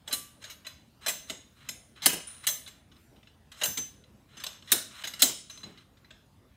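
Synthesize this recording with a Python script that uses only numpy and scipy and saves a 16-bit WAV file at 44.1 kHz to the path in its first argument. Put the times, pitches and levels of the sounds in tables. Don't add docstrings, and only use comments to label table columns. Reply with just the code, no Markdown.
import sys
import numpy as np
from scipy import signal
from scipy.fft import rfft, irfft
from scipy.io import wavfile
from scipy.ndimage import uniform_filter1d

SR = 44100
rng = np.random.default_rng(int(sys.argv[2]) if len(sys.argv) > 2 else 0)


def master_out(mix):
    frames = np.transpose(np.atleast_2d(mix))
    ceiling = np.clip(frames, -1, 1)
    pcm = np.round(ceiling * 32767).astype(np.int16)
    wavfile.write(sys.argv[1], SR, pcm)


N = 289296
RING_SAMPLES = 1 << 15

# (time [s], level under 5.5 kHz [dB], level over 5.5 kHz [dB], chatter [s])
BLOW_EVENTS = [(0.0764, -35, -41.5, 0.0089), (0.1099, -36, -48, 0.04), (0.1257, -27.5, -26.5, 0.016),
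               (0.4392, -40, -46.5, 0.017), (0.4977, -43.5, -48, 0.027), (0.6478, -46.5, -63, 0.019),
               (0.667, -35.5, -44, 0.0068), (1.0616, -27.5, -33, 0.012), (1.0802, -27, -26, 0.022),
               (1.2974, -31, -37.5, 0.011), (1.688, -33.5, -32.5, 0.0082), (1.959, -60, -68, 0.019),
               (2.0205, -35.5, -41.5, 0.045), (2.0587, -17.5, -12, 0.0077), (2.1276, -43, -33, 0.017),
               (2.438, -56.5, -54, 0.013), (2.4676, -24.5, -21.5, 0.013), (2.486, -29.5, -31.5, 0.0089),
               (2.6622, -44, -64, 0.01), (2.6743, -43, -50, 0.014), (2.9147, -55.5, -74, 0.01),
               (2.964, -60, -72, 0.0034), (3.1595, -61, -80, 0.013), (3.229, -54.5, -86.5, 0.0058),
               (3.2712, -51, -84, 0.003), (3.5166, -46, -54, 0.011), (3.546, -57, -62, 0.0017),
               (3.613, -27.5, -40.5, 0.013), (3.6339, -24, -25.5, 0.01), (3.656, -31.5, -30.5, 0.005),
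               (3.7715, -32.5, -33.5, 0.016), (4.0382, -55.5, -78, 0.0051), (4.3689, -46, -55, 0.013),
               (4.3981, -42.5, -51.5, 0.011), (4.4375, -32.5, -36.5, 0.0065), (4.4653, -32, -37, 0.0036),
               (4.5299, -48.5, -56.5, 0.0011), (4.6233, -48.5, -64, 0.0047), (4.6752, -45, -62, 0.068),
               (4.7178, -19, -13, 0.0045), (4.7261, -22.5, -17.5, 0.0043), (5.0365, -31, -43.5, 0.019),
               (5.0513, -41, -47, 0.0073), (5.0717, -33.5, -37, 0.01), (5.1364, -36, -45, 0.0052),
               (5.1936, -34, -38.5, 0.032), (5.2204, -15, -11, 0.0023), (5.2257, -20, -16, 0.0082),
               (5.4969, -41, -49.5, 0.015), (5.5739, -46, -55.5, 0.0051), (5.6318, -39, -54.5, 0.011),
               (5.7732, -51, -67, 0.013), (5.9693, -60, -77.5, 0.013), (6.045, -53.5, -86, 0.0059),
               (6.105, -45.5, -64, 0.01)]
# (frequency [Hz], relative level per Hz [dB])
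CONTACT_COLOUR = [(88, -38.5), (150, -4.5), (317, -15), (1330, -9.5), (1690, -1.5), (2310, 1), (2810, 3),
                  (3700, 6.5), (4000, 4), (5700, -4.5), (6050, -1), (8130, -5), (10300, -6), (15300, -11),
                  (16500, -27.5)]
# (frequency [Hz], width [Hz], level over the bare contact [dB])
SHAFT_RESONANCES = [(631, 68, 15), (1244, 610, 9.5), (1710, 20, -3), (2030, 77, -3.5), (2930, 190, 0.5),
                    (3416, 250, -6), (3946, 91, 1), (4050, 52, 13), (4470, 17, -8.5), (5265, 93, 12.5),
                    (6210, 32, 11.5), (6678, 77, 13.5), (7460, 29, 8.5), (7720, 91, 10.5), (8166, 50, 14),
                    (9283, 110, 8.5), (10300, 24, -1.5), (11520, 120, 11), (13930, 120, 15),
                    (15550, 150, 7)]
# (band centre [Hz], relative level [dB], time to fall by 60 dB [s])
CAR_BANDS = [(250, -8.5, 0.54), (596, -19, 0.63), (1300, -18, 0.41), (2560, -18, 0.49), (4150, -22, 0.46),
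             (7060, -15.5, 0.43), (10500, -17.5, 0.23), (14000, -16, 0.24)]
# (time [s], time until the fade changes [s], level [dB], favoured tone [Hz], fall away from it [dB per octave])
WEIGHT_RINGS = [(0.0777, 0.044, -51.5, 6154, 4), (0.1261, 0.15, -26, 10160, 44),
                (0.4993, 0.08, -49, 11000, 40), (0.6674, 0.073, -56.5, 10400, 20),
                (1.062, 0.2, -39, 6154, 7), (1.085, 0.068, -41, 13515, 5), (1.2985, 0.053, -48, 7300, 29),
                (1.6886, 0.032, -44, 8820, 28.5), (2.0592, 0.039, -36.5, 9590, 41.5),
                (2.128, 0.052, -33.5, 9392, 68), (2.27, 0.058, -37.5, 9392, 75),
                (2.4688, 0.074, -31, 6154, 1), (2.6743, 0.12, -51, 9300, 25),
                (3.6351, 0.25, -31.5, 12200, 1), (3.7728, 0.055, -32.5, 6154, 27.5),
                (3.96, 0.071, -67, 6154, 60), (4.3695, 0.08, -51, 6170, 35),
                (4.4657, 0.087, -54, 12278, 61), (4.7182, 0.03, -45.5, 12278, 17),
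                (5.04, 0.07, -49, 6154, 91.5), (5.0714, 0.08, -49, 12278, 61.5),
                (5.1362, 0.06, -54, 7465, 40), (5.194, 0.03, -46, 6154, 60), (5.2205, 0.043, -30, 6200, 18),
                (5.369, 0.14, -46.5, 9392, 80), (5.4979, 0.12, -47.5, 6154, 90)]
# (tone [Hz], twin [Hz])
WEIGHT_TONES = [(6154, 6190), (7465, 7440), (9392, 9414), (12278, 12265), (13515, 13550), (14818, 14800)]
# (twin against tone [dB], first fade [s], later fade [s], extra fade of the twin against the tone [s])
WEIGHT_FADES = [(-13, 0.67, 0.19, .3), (-7, 0.36, .2, .3), (-7.5, 0.3, 0.71, .5), (-15.5, 0.37, .3, .3),
                (-5.5, .3, .15, .5), (-10, .6, .25, .3)]
TONE_LEVELS = [1.37, 0, -0.66, 0.2, -4.5, -4.5]
# (time [s], level [dB], pitch [Hz])
KNOCKS = [(0.078, -40.5, 599), (0.128, -39.5, 270), (1.067, -35, 665), (1.301, -39, 259), (1.691, -49, 194),
          (2.06, -30.5, 267), (2.127, -32, 218), (2.159, -42, 349), (2.486, -46, 612), (3.615, -32, 611),
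          (3.639, -36.5, 588), (3.679, -37.5, 142), (3.774, -39.5, 257), (4.442, -51, 610),
          (4.718, -32.5, 228), (4.733, -35, 336), (5.041, -44.5, 622), (5.223, -37, 770),
          (5.228, -27, 262.5), (5.288, -39, 393), (5.634, -44, 173), (5.66, -42.5, 211.3),
          (5.698, -45.5, 174)]
# (start [s], end [s], level at start [dB], level at end [dB], treble over 6 kHz against it [dB])
DRAGS = [(.066, .077, -63, -50, -6), (1.28, 1.297, -57, -48, 1), (2.1, 2.2, -43.5, -56.5, -3),
         (0.411, 0.431, -59.5, -44, -3.5), (0.468, 0.548, -47, -59, -6), (1.02, 1.057, -50, -45.5, -7),
         (1.572, 1.685, -57.5, -52, -11), (1.966, 2.025, -50.5, -50.5, -27), (2.03, 2.059, -51, -35, 2),
         (2.278, 2.44, -50, -59, 0), (2.442, 2.464, -39, -48.5, -6), (3.529, 3.568, -53, -55, -8),
         (3.573, 3.61, -53.5, -45.5, 0.5), (4.292, 4.427, -59.5, -45, -10.5), (4.467, 4.59, -54, -59, -17),
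         (4.604, 4.727, -74, -41, -1), (4.907, 5.024, -52.5, -40, -5.5), (5.09, 5.2, -68, -49, -6),
         (5.52, 5.62, -57, -59.5, 2.5), (5.663, 5.829, -63, -58.5, -12)]
# (frequency [Hz], relative level per Hz [dB])
RUB_COLOUR = [(290, -55), (500, -18.5), (1540, -0.5), (2570, 1), (3990, -0.5), (4420, -13), (6760, -14),
              (9740, -18), (10500, -26.5), (15300, -26), (16500, -55.5)]
# (frequency [Hz], relative level per Hz [dB])
GARAGE_COLOUR = [(15, -65), (25, -1), (138, -2), (177, -10.5), (214, -3.5), (313, -11.5), (445, -17),
                 (524, -16.5), (787, -21), (1150, -23), (1280, -23.5), (3410, -29), (9080, -37),
                 (13600, -37.5), (16500, -43.5)]
# (time [s], relative level [dB])
HISS_SWELL = [(0, -1), (1.5, 3.5), (2.85, -4.8), (3.0, 7.5), (3.17, 4), (3.25, 0.3), (6.56, -0.6)]


def blows(spread_db=2.0, dulling=0.91, jamming=0.27, crack_s=0.028, crack_db=-5, level_db=-2.0):
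    t, hz = np.arange(RING_SAMPLES) / SR, np.fft.rfftfreq(RING_SAMPLES, 1 / SR)
    out, bands = np.zeros(N), car_noise()
    treble = 1 / (1 + (5500 / (hz + 1)) ** 6)
    end_fade = np.minimum((RING_SAMPLES / SR - t) / .2, 1)
    for s, low_db, treble_db, chatter_s in BLOW_EVENTS:
        contacts = chatter(t, chatter_s)
        hardness_db = max(treble_db + 25.5, 0)
        car = car_ringing(bands, t, low_db - treble_db, hardness_db)
        crack = amp(crack_db) * rng.standard_normal(RING_SAMPLES) * dying(crack_s, t)
        place_db = spread_db * rng.standard_normal((len(SHAFT_RESONANCES), 1)) - jamming * hardness_db
        colour_db = read(CONTACT_COLOUR, hz) + resonances(hz, place_db)
        colour_db += dulling * (treble_db - low_db) * np.log2(1 + (hz / 9000) ** 4) / 4
        clank = rfft(contacts) * rfft(crack + car) * causal(colour_db)
        for share, db in ((1 - treble, low_db), (treble, treble_db)):
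            part = irfft(clank * share, RING_SAMPLES)
            loudest = np.sqrt(uniform_filter1d(part[:1300] ** 2, size=200).max())
            add(out, s, amp(level_db + db) * part / loudest * end_fade)
    return out


def chatter(t, chatter_s, first_db=-3, uneven_db=3.3):
    burst = np.exp(-(t / np.clip(chatter_s, .0005, .06)) ** 3)
    burst *= 1 + 0.38 * np.exp(-t / 0.00078)
    contacts = rng.standard_normal(len(t)) * burst
    contacts *= amp(uneven_db * rng.standard_normal(len(t)))
    contacts /= np.linalg.norm(contacts)
    contacts[0] += amp(first_db) * np.exp(-chatter_s / 0.005)
    return contacts


def car_ringing(bands, t, dull_db, hardness_db, car_db=-7.5, per_dull_db=0.13, clatter=0.3):
    start = rng.integers(0, N - RING_SAMPLES)
    fade = dying(np.transpose(CAR_BANDS)[2], t) * (1 - np.exp(-t / 0.00054))
    bright_db = clatter * hardness_db * np.linspace(0, 1, len(CAR_BANDS)) ** 3
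    shaken = amp(car_db + per_dull_db * min(dull_db, 16) + bright_db)
    return shaken @ (bands[:, start:start + RING_SAMPLES] * fade)


def car_noise():
    hz = np.fft.rfftfreq(N, 1 / SR)
    centre, db, _ = np.transpose(CAR_BANDS)
    spectrum = rfft(rng.standard_normal(N))
    bands = []
    for level_db, one in zip(db, np.eye(len(CAR_BANDS))):
        share = np.interp(np.log(hz + 1), np.log(centre), one) ** .5
        bands.append(amp(level_db) * irfft(spectrum * share, N))
    return np.array(bands)


def resonances(hz, place_db):
    f, width, db = np.transpose(SHAFT_RESONANCES)[..., None]
    peaks = amp(db + place_db) / np.hypot(1, 2 * (hz - f) / width) ** 2
    return 20 * np.log10(1 + peaks.sum(0))


def weight(rise_s=0.0027, ping_s=.11, ping_hz=1168, ping_db=-44.5, ping_t60_s=0.53):
    t, out = np.arange(SR) / SR, np.zeros(N)
    f, twin = np.transpose(WEIGHT_TONES)[..., None]
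    twin_db, _, _, _ = np.transpose(WEIGHT_FADES)[..., None]
    _, first_fade, later_fade, twin_fade = np.transpose(WEIGHT_FADES)
    for s, change_s, db, best_hz, fall_db in WEIGHT_RINGS:
        tones_db = db + np.array(TONE_LEVELS) - abs(fall_db * np.log2(f[:, 0] / best_hz))
        a, b = 2 * np.pi * rng.random((2, len(WEIGHT_FADES), 1))
        tones = np.sin(2 * np.pi * f * t + a)
        tones += amp(twin_db) * dying(twin_fade, t) * np.sin(2 * np.pi * twin * t + b)
        fade = dying(first_fade, np.minimum(t, change_s))
        fade *= dying(later_fade, np.maximum(t - change_s, 0))
        add(out, s, amp(tones_db) @ (tones * fade) * (1 - np.exp(-t / rise_s)))
    ping = amp(ping_db) * dying(ping_t60_s, t) * np.sin(2 * np.pi * ping_hz * t)
    add(out, ping_s, ping)
    return out


def thuds(t60_s=0.1, rumble_db=-4):
    t, out = np.arange(SR // 2) / SR, np.zeros(N)
    for s, db, hz in KNOCKS:
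        band = signal.butter(1, [0.71 * hz, 1.54 * hz], "band", fs=SR)
        panels = signal.lfilter(*band, rng.standard_normal(len(t)))
        swing = np.sin(2 * np.pi * hz * t) * dying(t60_s, t)
        rumble = amp(rumble_db) * evened(panels) * dying(2.3 * t60_s, t)
        add(out, s, amp(db) * (swing + rumble) * (1 - np.exp(-t / 0.0051)))
    return out


def scrape(edge_s=0.013, grit_db=2.0, ring_db=-3, level_db=-4):
    t, hz = np.arange(N // 128 + 5) * 128 / SR, np.fft.rfftfreq(512, 1 / SR)
    start, end, start_db, end_db, treble_db = np.transpose(DRAGS)[..., None]
    along = np.clip((t - start) / (end - start), 0, 1)
    edges = np.clip(np.minimum(t - start, end - t) / edge_s + 1, 0, 1)
    drag = (edges * amp(start_db + (end_db - start_db) * along)) ** 2
    treble_drag = drag * amp(treble_db) ** 2
    colour = amp(read(RUB_COLOUR, hz) + resonances(hz, ring_db))[:, None] ** 2
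    treble = 1 / (1 + (6000 / (hz[:, None] + 1)) ** 6)
    low, high = colour * (1 - treble), colour * treble
    power = low / low.sum() * drag.sum(0) + high / high.sum() * treble_drag.sum(0)
    grit = grit_db * rng.standard_normal(len(t))
    return shaped(10 * np.log10(power + 1e-20) + level_db + grit, size=512)


def air(air_db=-60, patchy_db=3.0, hiss_hz=6000, steady_hz=400):
    t, hz = np.arange(N // 512 + 5) * 512 / SR, np.fft.rfftfreq(2048, 1 / SR)[:, None]
    patches = rng.standard_normal((len(hz), len(t)))
    patches = uniform_filter1d(patches, size=20, axis=0)
    patches = evened(uniform_filter1d(patches, size=8, axis=1))
    patches_db = patchy_db * patches * np.clip(hz / steady_hz, 0, 1)
    hissy = 1 - 1 / (1 + (hz / hiss_hz) ** 2)
    swell_db = hissy * np.interp(t, *np.transpose(HISS_SWELL))
    noise = shaped(read(GARAGE_COLOUR, hz) + patches_db + swell_db, size=2048)
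    return amp(air_db) * evened(noise)


def amp(db):
    return 10 ** (np.asarray(db) / 20)


def evened(x):
    return x / np.sqrt(np.mean(x ** 2) + 1e-20)


def add(mix, s, sound):
    part = mix[round(s * SR):][:len(sound)]
    part += sound[:len(part)]


def read(points, hz):
    f, value = np.transpose(points)
    return np.interp(np.log(hz + 1), np.log(f + 1), value)


def causal(db):
    log_gain = np.log(amp(np.maximum(db, -100)))
    mirrored = np.r_[log_gain, log_gain[-2:0:-1]]
    phase = -signal.hilbert(mirrored).imag[:len(db)]
    return np.exp(log_gain + 1j * phase)


def dying(t60, t):
    return amp(-60 * t / np.clip(t60, .005, 5)[..., None])


def shaped(db, size):
    a, b = rng.standard_normal((2,) + db.shape)
    spectra = (a + 1j * b) * amp(db)
    return signal.istft(spectra, nperseg=size, noverlap=size * 3 // 4)[1][:N]


def scene():
    return (blows() + weight() + thuds() + scrape() + air())[None]


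def record(dry, treble_dim_hz=15800, edge_hz=16963):
    dry = signal.sosfilt(signal.butter(6, 48, "high", fs=SR, output="sos"), dry)
    low = signal.oaconvolve(dry, signal.firwin(255, treble_dim_hz, fs=SR)[None], "same")
    dimmed = low + amp(-17) * (dry - low)
    band_limit = signal.firwin(511, edge_hz, window=("kaiser", 9), fs=SR)
    return signal.oaconvolve(dimmed, band_limit[None], "same")


dry = scene()
out = record(dry)
master_out(out)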